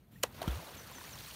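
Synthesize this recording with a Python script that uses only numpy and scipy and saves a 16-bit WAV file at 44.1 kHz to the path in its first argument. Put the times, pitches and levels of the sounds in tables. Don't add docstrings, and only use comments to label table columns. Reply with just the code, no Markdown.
import sys
import numpy as np
from scipy import signal
from scipy.fft import rfft, irfft, next_fast_len
from scipy.io import wavfile
from scipy.ndimage import uniform_filter1d, map_coordinates

SR = 44100
rng = np.random.default_rng(int(sys.argv[2]) if len(sys.argv) > 2 else 0)


def nominal_scale(level):
    x = np.asarray(level, float) / 20
    return 10 ** x


def output_pcm(signal):
    pcm = np.clip(np.atleast_2d(signal).T, -1, 1) * 32767
    wavfile.write(sys.argv[1], SR, np.round(pcm).astype(np.int16))


N = 59535
T = np.arange(N) / SR


def unit(x):
    return x / np.sqrt(np.mean(x ** 2) + 1e-20)


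def columns(rows, before=None, after=None):
    s, *cols = np.transpose(rows)
    return [np.interp(T, s, c, left=before, right=after) for c in cols]


def coloured(x, points):
    m = next_fast_len(N + 8192)
    hz, db = np.transpose(points)
    bins = np.fft.rfftfreq(m, 1 / SR)
    gain = nominal_scale(np.interp(np.log(bins + 1), np.log(hz + 1), db))
    return irfft(rfft(x, m) * gain, m)[:N]


def wobble(rate):
    return map_coordinates(rng.standard_normal(int(N * rate / SR) + 4), [T * rate])


def rush(points, patchy_db, spiky=0, size=(5, 8)):
    noise = rng.standard_normal(N) * np.exp(spiky * rng.standard_normal(N))
    z = signal.stft(noise, nperseg=256)[2]
    field = uniform_filter1d(rng.standard_normal(z.shape), size[0], 0)
    field = uniform_filter1d(field, size[1], 1)
    patchy = signal.istft(z * nominal_scale(patchy_db * unit(field)), nperseg=256)[1][:N]
    return unit(coloured(patchy, points))


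def grains(count, hz, spread, cycles, scatter_db):
    u, g = rng.random((count, 2)), rng.standard_normal((count, 1))
    pitch, k = np.clip(hz * np.exp(spread * g), 200, 15000), np.arange(700)
    turns = pitch * k / SR
    level = nominal_scale(-scatter_db * np.log(u[:, :1] + .015))
    tone = np.sin(2 * np.pi * turns * (1 + .12 * turns / cycles))
    w = level * tone * np.exp(-3 * turns / cycles) * (turns < 3 * cycles)
    at = (u[:, 1:] * N).astype(int) + k
    return unit(np.bincount(at.ravel(), w.ravel(), N + 700)[:N])


def dying(s, t60, attack):
    t = np.maximum(T - s, 0)
    return nominal_scale(-60 * t / t60) * (1 - np.exp(-t / attack))


def ring(s, hz, db, t60, soft_s, rise):
    age = np.maximum(T - s, 0)
    tone = np.sin(2 * np.pi * hz * age * (1 + rise * age / t60))
    return nominal_scale(db) * dying(s, t60, soft_s) * tone


def bursts(rows):
    return sum(nominal_scale(db) * dying(s, t60, .0006) for s, db, t60 in rows)


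def whistle(rows, unsteady_db, waver_hz):
    s = np.transpose(rows)[0]
    hz, db = columns(rows)
    edge = np.clip(np.minimum(T - s[0], s[-1] - T) / 0.0015, 0, 1)
    hz = uniform_filter1d(hz, size=180) + waver_hz * wobble(300)
    level = np.sqrt(2) * edge * nominal_scale(db + unsteady_db * wobble(130.1))
    return level * np.sin(2 * np.pi * np.cumsum(hz) / SR)


def wind():
    # (time [s], level [dB])
    gusts = [(0, -62.5), (.1, -63.5), (.13, -57.5), (.25, -54), (.33, -59), (.42, -53), (.62, -57.5),
             (.7, -54.5), (.88, -54.5), (.98, -56), (1.07, -63), (1.16, -51), (1.22, -59), (1.28, -56),
             (1.35, -59.5)]
    # (frequency [Hz], level [dB])
    rumble = [(20, -28), (50, -2), (150, -2), (260, -8), (600, -54)]
    db, = columns(gusts)
    lumps = nominal_scale(2.7 * wobble(17.44))
    return nominal_scale(db) * unit(lumps * rush(rumble, 0.34))


def lake_air():
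    # (frequency [Hz], level [dB])
    hush = [(120, -67), (300, 7.5), (1000, 0), (3500, -4.5), (5000, -8.5), (11000, -9), (12500, -6),
            (16000, -7.5)]
    return nominal_scale(-65.5) * rush(hush, 1.6)


def insect():
    # (time [s], pitch [Hz], level [dB])
    shrill = [(.118, 7330, -88), (.13, 7330, -80), (.215, 7330, -80), (.3, 7330, -86)]
    return whistle(shrill, unsteady_db=1.8, waver_hz=5.8)


def bubbles():
    # (time [s], pitch [Hz], peak level [dB], t60 [s])
    single = [(0.477, 164, -18.5, 0.025), (0.4779, 316, -41.5, 0.075), (.158, 1820, -54.5, 0.051),
              (.346, 570, -49.5, 0.042), (.4178, 633, -27.5, 0.027), (0.416, 3900, -39.5, 0.019),
              (0.4404, 920, -31.5, 0.016), (0.4787, 1310, -37.5, 0.034), (.478, 3140, -39.5, 0.023),
              (.2354, 3110, -26.5, 0.01), (.2375, 1130, -32, 0.018), (0.2344, 2326, -31.5, 0.018),
              (0.46, 575, -38, 0.019), (.479, 3100, -45, 0.012)]
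    return -sum(ring(s, hz, db, t60, soft_s=0.00062, rise=0.11) for s, hz, db, t60 in single)


def crack(slap_s, hold_s):
    # (frequency [Hz], level [dB])
    colour = [(150, -50), (500, -18), (1400, -9), (2350, -1), (3300, -8), (5600, -7), (7100, -4),
              (10300, -12), (16500, -16)]
    slap_db, t60 = -23.5, 0.015
    lead_s, lead_db = 0.0048, -9
    times = [slap_s - lead_s - .002, slap_s - lead_s, slap_s - .0003, slap_s, slap_s + 0.0027]
    db = np.interp(T, times, [-60, lead_db - 18.5, lead_db, -4, 0], left=-200)
    db = db - 60 * np.maximum(T - slap_s - hold_s, 0) / t60
    return nominal_scale(slap_db + db) * rush(colour, 1.5, spiky=.45)


def air_pops():
    # (time [s], peak level [dB], width [s], recoil [0-1])
    pockets = [
        (.2390, -18, .00021, .36),
        (.2408, -16.5, .00022, .2),
        (.2429, -31, .00025, .4),
    ]
    recoil_widths, recoil_late = 2.2, 4
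    pops = 0
    for s, db, width, recoil in pockets:
        spike = np.exp(-np.abs(T - s) / width)
        back = np.exp(-.5 * ((T - s - recoil_late * width) / (recoil_widths * width)) ** 2)
        pops = pops + nominal_scale(db) * (spike - recoil * back)
    return coloured(pops, [(80, -24), (260, 0), (400, -3.5), (560, .5)])


def slap():
    # (frequency [Hz], level [dB per Hz])
    sheet_colour = [(100, -45), (250, -3), (600, -3), (2500, -14), (8000, -20.5), (16000, -31)]
    slap_s, hold_s = .2333, 0.0027
    sheet = nominal_scale(-39) * dying(slap_s + hold_s, 0.12, .003) * rush(sheet_colour, 1.2, .3)
    return crack(slap_s, hold_s) + air_pops() + sheet


def wash():
    # (time [s], level [dB])
    churn = [(.29, -60.5), (.33, -69), (.375, -56.5), (.41, -51.5), (.45, -47.5), (.5, -48.5), (.6, -53.5),
             (.72, -53), (.86, -56.5), (1.1, -57.5), (1.35, -64.5)]
    # (time [s], level [dB])
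    spray = [(.29, -71), (.35, -61.5), (.41, -58.5), (.44, -56.5), (.5, -51.5), (.6, -54.5), (.75, -55),
             (.9, -55.5), (1.05, -53.5), (1.2, -52), (1.35, -52.5)]
    # (frequency [Hz], level [dB per Hz])
    foam_colour = [(120, -59), (250, -1), (650, 1), (1400, -2.5), (3500, -12), (6000, -32), (12000, -46)]
    # (frequency [Hz], level [dB per Hz])
    rain_colour = [(300, -70), (900, -5), (2000, -5), (4300, -4), (7000, -5.5), (12000, -11.5),
                   (16000, -9.5)]
    churn_db, = columns(churn, before=-120)
    spray_db, = columns(spray, before=-120)
    shared_db = .6 * wobble(25)
    fizz = 0.74 * grains(count=1400, hz=826, spread=0.576, cycles=4, scatter_db=1.5)
    foam = unit(rush(foam_colour, 2.46) + fizz)
    patter = .28 * grains(count=800, hz=4500, spread=.6, cycles=3, scatter_db=3.5)
    plinks = .25 * grains(count=2500, hz=3200, spread=.55, cycles=4, scatter_db=2.8)
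    rain = unit(rush(rain_colour, 2.4, .2, size=(18, 1)) + patter + plinks)
    foam = nominal_scale(churn_db + shared_db + .9 * wobble(60)) * foam
    return foam + nominal_scale(spray_db + shared_db + 1.2 * wobble(150)) * rain


def slops():
    # (time [s], rms level [dB], t60 [s])
    falls = [
        (.4165, -38, .045),
        (.427, -42, .035),
        (.477, -40, .05),
        (.556, -52, .04),
        (.983, -49, .025),
        (1.009, -48, .02),
    ]
    # (frequency [Hz], level [dB per Hz])
    dull = [(120, -41), (300, -14), (700, -2), (1500, -11.5), (4000, -12.5), (9000, -19.5), (16000, -26.5)]
    return bursts(falls) * rush(dull, .8, .5)


def cavity():
    start_s, start_hz, db, t60, attack_s = .483, 60.6, -26.8, 0.33, 0.0008
    close_s, climb_hz, narrow_s, fade_s = .582, 60, 0.0175, 0.006
    climb = climb_hz * np.exp(np.minimum(T - close_s, .01) / narrow_s)
    hz = (start_hz + climb) * (T > start_s)
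    shut = 1 / (1 + np.exp(np.clip((T - close_s) / fade_s, -50, 50)))
    squeeze = np.maximum(hz / start_hz, 1) ** 1.6
    tone = np.sin(2 * np.pi * np.cumsum(hz) / SR)
    return -nominal_scale(db) * dying(start_s, t60, attack_s) * shut * squeeze * tone


def drips():
    # (time [s], pitch [Hz], peak level [dB])
    plinks = [(0.5068, 3280, -41), (0.5236, 6590, -55), (0.5245, 5990, -55), (0.544, 6370, -56),
              (0.5558, 9300, -47), (0.5572, 6240, -57), (0.6043, 5940, -48), (0.6125, 6760, -56),
              (0.6139, 6070, -56), (0.6252, 625, -46), (0.6302, 3620, -50), (0.6515, 8750, -53),
              (0.656, 5990, -56), (0.6674, 7110, -60), (0.6715, 3720, -44.5), (0.6742, 8790, -53),
              (0.7395, 3330, -50), (0.7409, 9130, -59), (0.8075, 9170, -62), (0.837, 4820, -55),
              (0.9159, 956, -47), (0.9204, 9470, -60), (0.9363, 3370, -48), (0.9814, 1800, -45),
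              (0.983, 6980, -55), (0.9835, 900, -49), (1.0057, 3500, -48), (1.0098, 2280, -50),
              (1.014, 950, -47), (1.0261, 9000, -54), (1.0461, 1800, -47.5), (1.0733, 2810, -53),
              (1.0787, 2230, -50), (1.081, 4520, -52), (1.1195, 8910, -54), (1.1545, 5770, -53),
              (1.1545, 6760, -48), (1.1593, 1000, -50.5), (1.1731, 9260, -58), (1.1771, 3120, -47),
              (1.2016, 5800, -47), (1.237, 8740, -56), (1.2447, 3100, -48), (1.2461, 3940, -48),
              (1.2597, 3850, -45), (1.2901, 4330, -52), (1.2969, 6100, -46), (1.301, 4520, -56),
              (1.3087, 2760, -41), (1.3132, 8900, -50), (1.3395, 8600, -46), (1.3404, 3360, -56)]
    total = 0
    for s, hz, db in plinks:
        t60 = .03 * (1000 / hz) ** .5
        total = total + ring(s, hz, db + 3, t60, soft_s=.0007, rise=.22)
    return total


def bird():
    # (time [s], pitch [Hz], level [dB])
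    calls = [
        [(.69, 4400, -72), (.706, 5400, -64), (.722, 6400, -67), (.745, 6900, -76), (.764, 7550, -66),
         (.777, 6800, -65), (.784, 6200, -55), (.802, 5880, -57), (.81, 5950, -67), (.85, 5950, -70)],
        [(.866, 4000, -70), (.877, 4700, -58), (.881, 5200, -67), (.887, 6000, -63), (.897, 6700, -66),
         (.91, 6900, -80), (.927, 7150, -64), (.938, 7400, -62), (.949, 6900, -65), (.955, 6300, -54),
         (.965, 6030, -56), (.983, 6050, -63), (1.02, 6000, -69)],
        [(1.03, 4300, -72), (1.042, 4600, -54), (1.048, 5000, -59), (1.056, 6100, -60), (1.068, 6760, -61),
         (1.09, 6850, -67), (1.108, 7500, -60), (1.118, 7100, -63), (1.13, 6100, -55), (1.147, 5350, -55),
         (1.153, 5250, -75)],
        [(1.186, 4250, -70), (1.194, 4200, -56), (1.205, 4250, -62), (1.21, 4500, -70), (1.216, 4750, -56),
         (1.224, 5000, -68), (1.232, 5400, -55), (1.239, 6100, -62), (1.252, 6700, -63)],
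    ]
    return sum(whistle(call, unsteady_db=1.8, waver_hz=45) for call in calls)


def ticks():
    # (time [s], pitch [Hz], peak level [dB])
    strikes = [
        (.9835, 1500, -42),
        (1.0105, 1600, -41),
        (1.155, 6000, -46),
        (1.1878, 4200, -36),
        (1.2213, 4800, -41),
        (1.2385, 6500, -46),
        (1.3025, 4700, -41),
        (1.3105, 2900, -39),
        (1.343, 3500, -43),
    ]
    total = 0
    for s, hz, db in strikes:
        t60 = 14 / hz
        total = total + nominal_scale(db) * dying(s, t60, .0001) * np.sin(2 * np.pi * hz * (T - s))
    return -total


def drops():
    # (time [s], rms level [dB], t60 [s])
    landings = [
        (1.155, -49, .015),
        (1.188, -43, .01),
        (1.2215, -46, .01),
        (1.268, -51, .012),
        (1.303, -46, .01),
        (1.311, -47, .025),
        (1.341, -49, .025),
    ]
    # (frequency [Hz], level [dB])
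    bright = [(1200, -30), (3000, -2), (4500, 0), (7000, -6), (16000, -16)]
    return bursts(landings) * rush(bright, .6, .3, size=(18, 2))


def scene():
    around = wind() + lake_air() + insect() + bird()
    splash = slap() + wash() + slops() + cavity()
    return (around + splash + bubbles() + drips() + ticks() + drops())[None]


def roll_off(x):
    return signal.sosfilt(signal.butter(12, 16990, fs=SR, output="sos"), x)


def record(dry):
    # (frequency [Hz], level [dB])
    shut_db = [(300, -2.5), (2000, -8), (6000, -8.5), (14000, -11.5)]
    # (frequency [Hz], level [dB])
    mic = [(34, -21), (49, -0.5), (4500, 1.5), (5000, -2.5), (5800, 0.5), (7850, -3), (8900, 2),
           (10300, -0.5), (11500, 3.5)]
    open_s, open_takes_s, top_hz, loud_db = 0.11, 0.012, 15750, -38
    opened = np.clip((T - open_s) / open_takes_s, 0, 1)
    muffled = coloured(dry[0], [(30, 0.0074), (150, 0.025)] + shut_db)
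    x = coloured(opened * dry[0] + (1 - opened) * muffled, mic)
    over = uniform_filter1d(np.abs(x), size=200) > nominal_scale(loud_db)
    loud = uniform_filter1d(1. * over, size=200)
    body = coloured(x, [(top_hz - 250, 0), (top_hz, -6), (top_hz + 250, -90)])
    top = coloured(x, [(top_hz + 350, -120), (top_hz + 700, -18), (top_hz + 1100, -40), (top_hz + 1300, -120)])
    return roll_off((body + loud * top * (T < .3))[None])


dry = scene()
out = record(dry)
output_pcm(out)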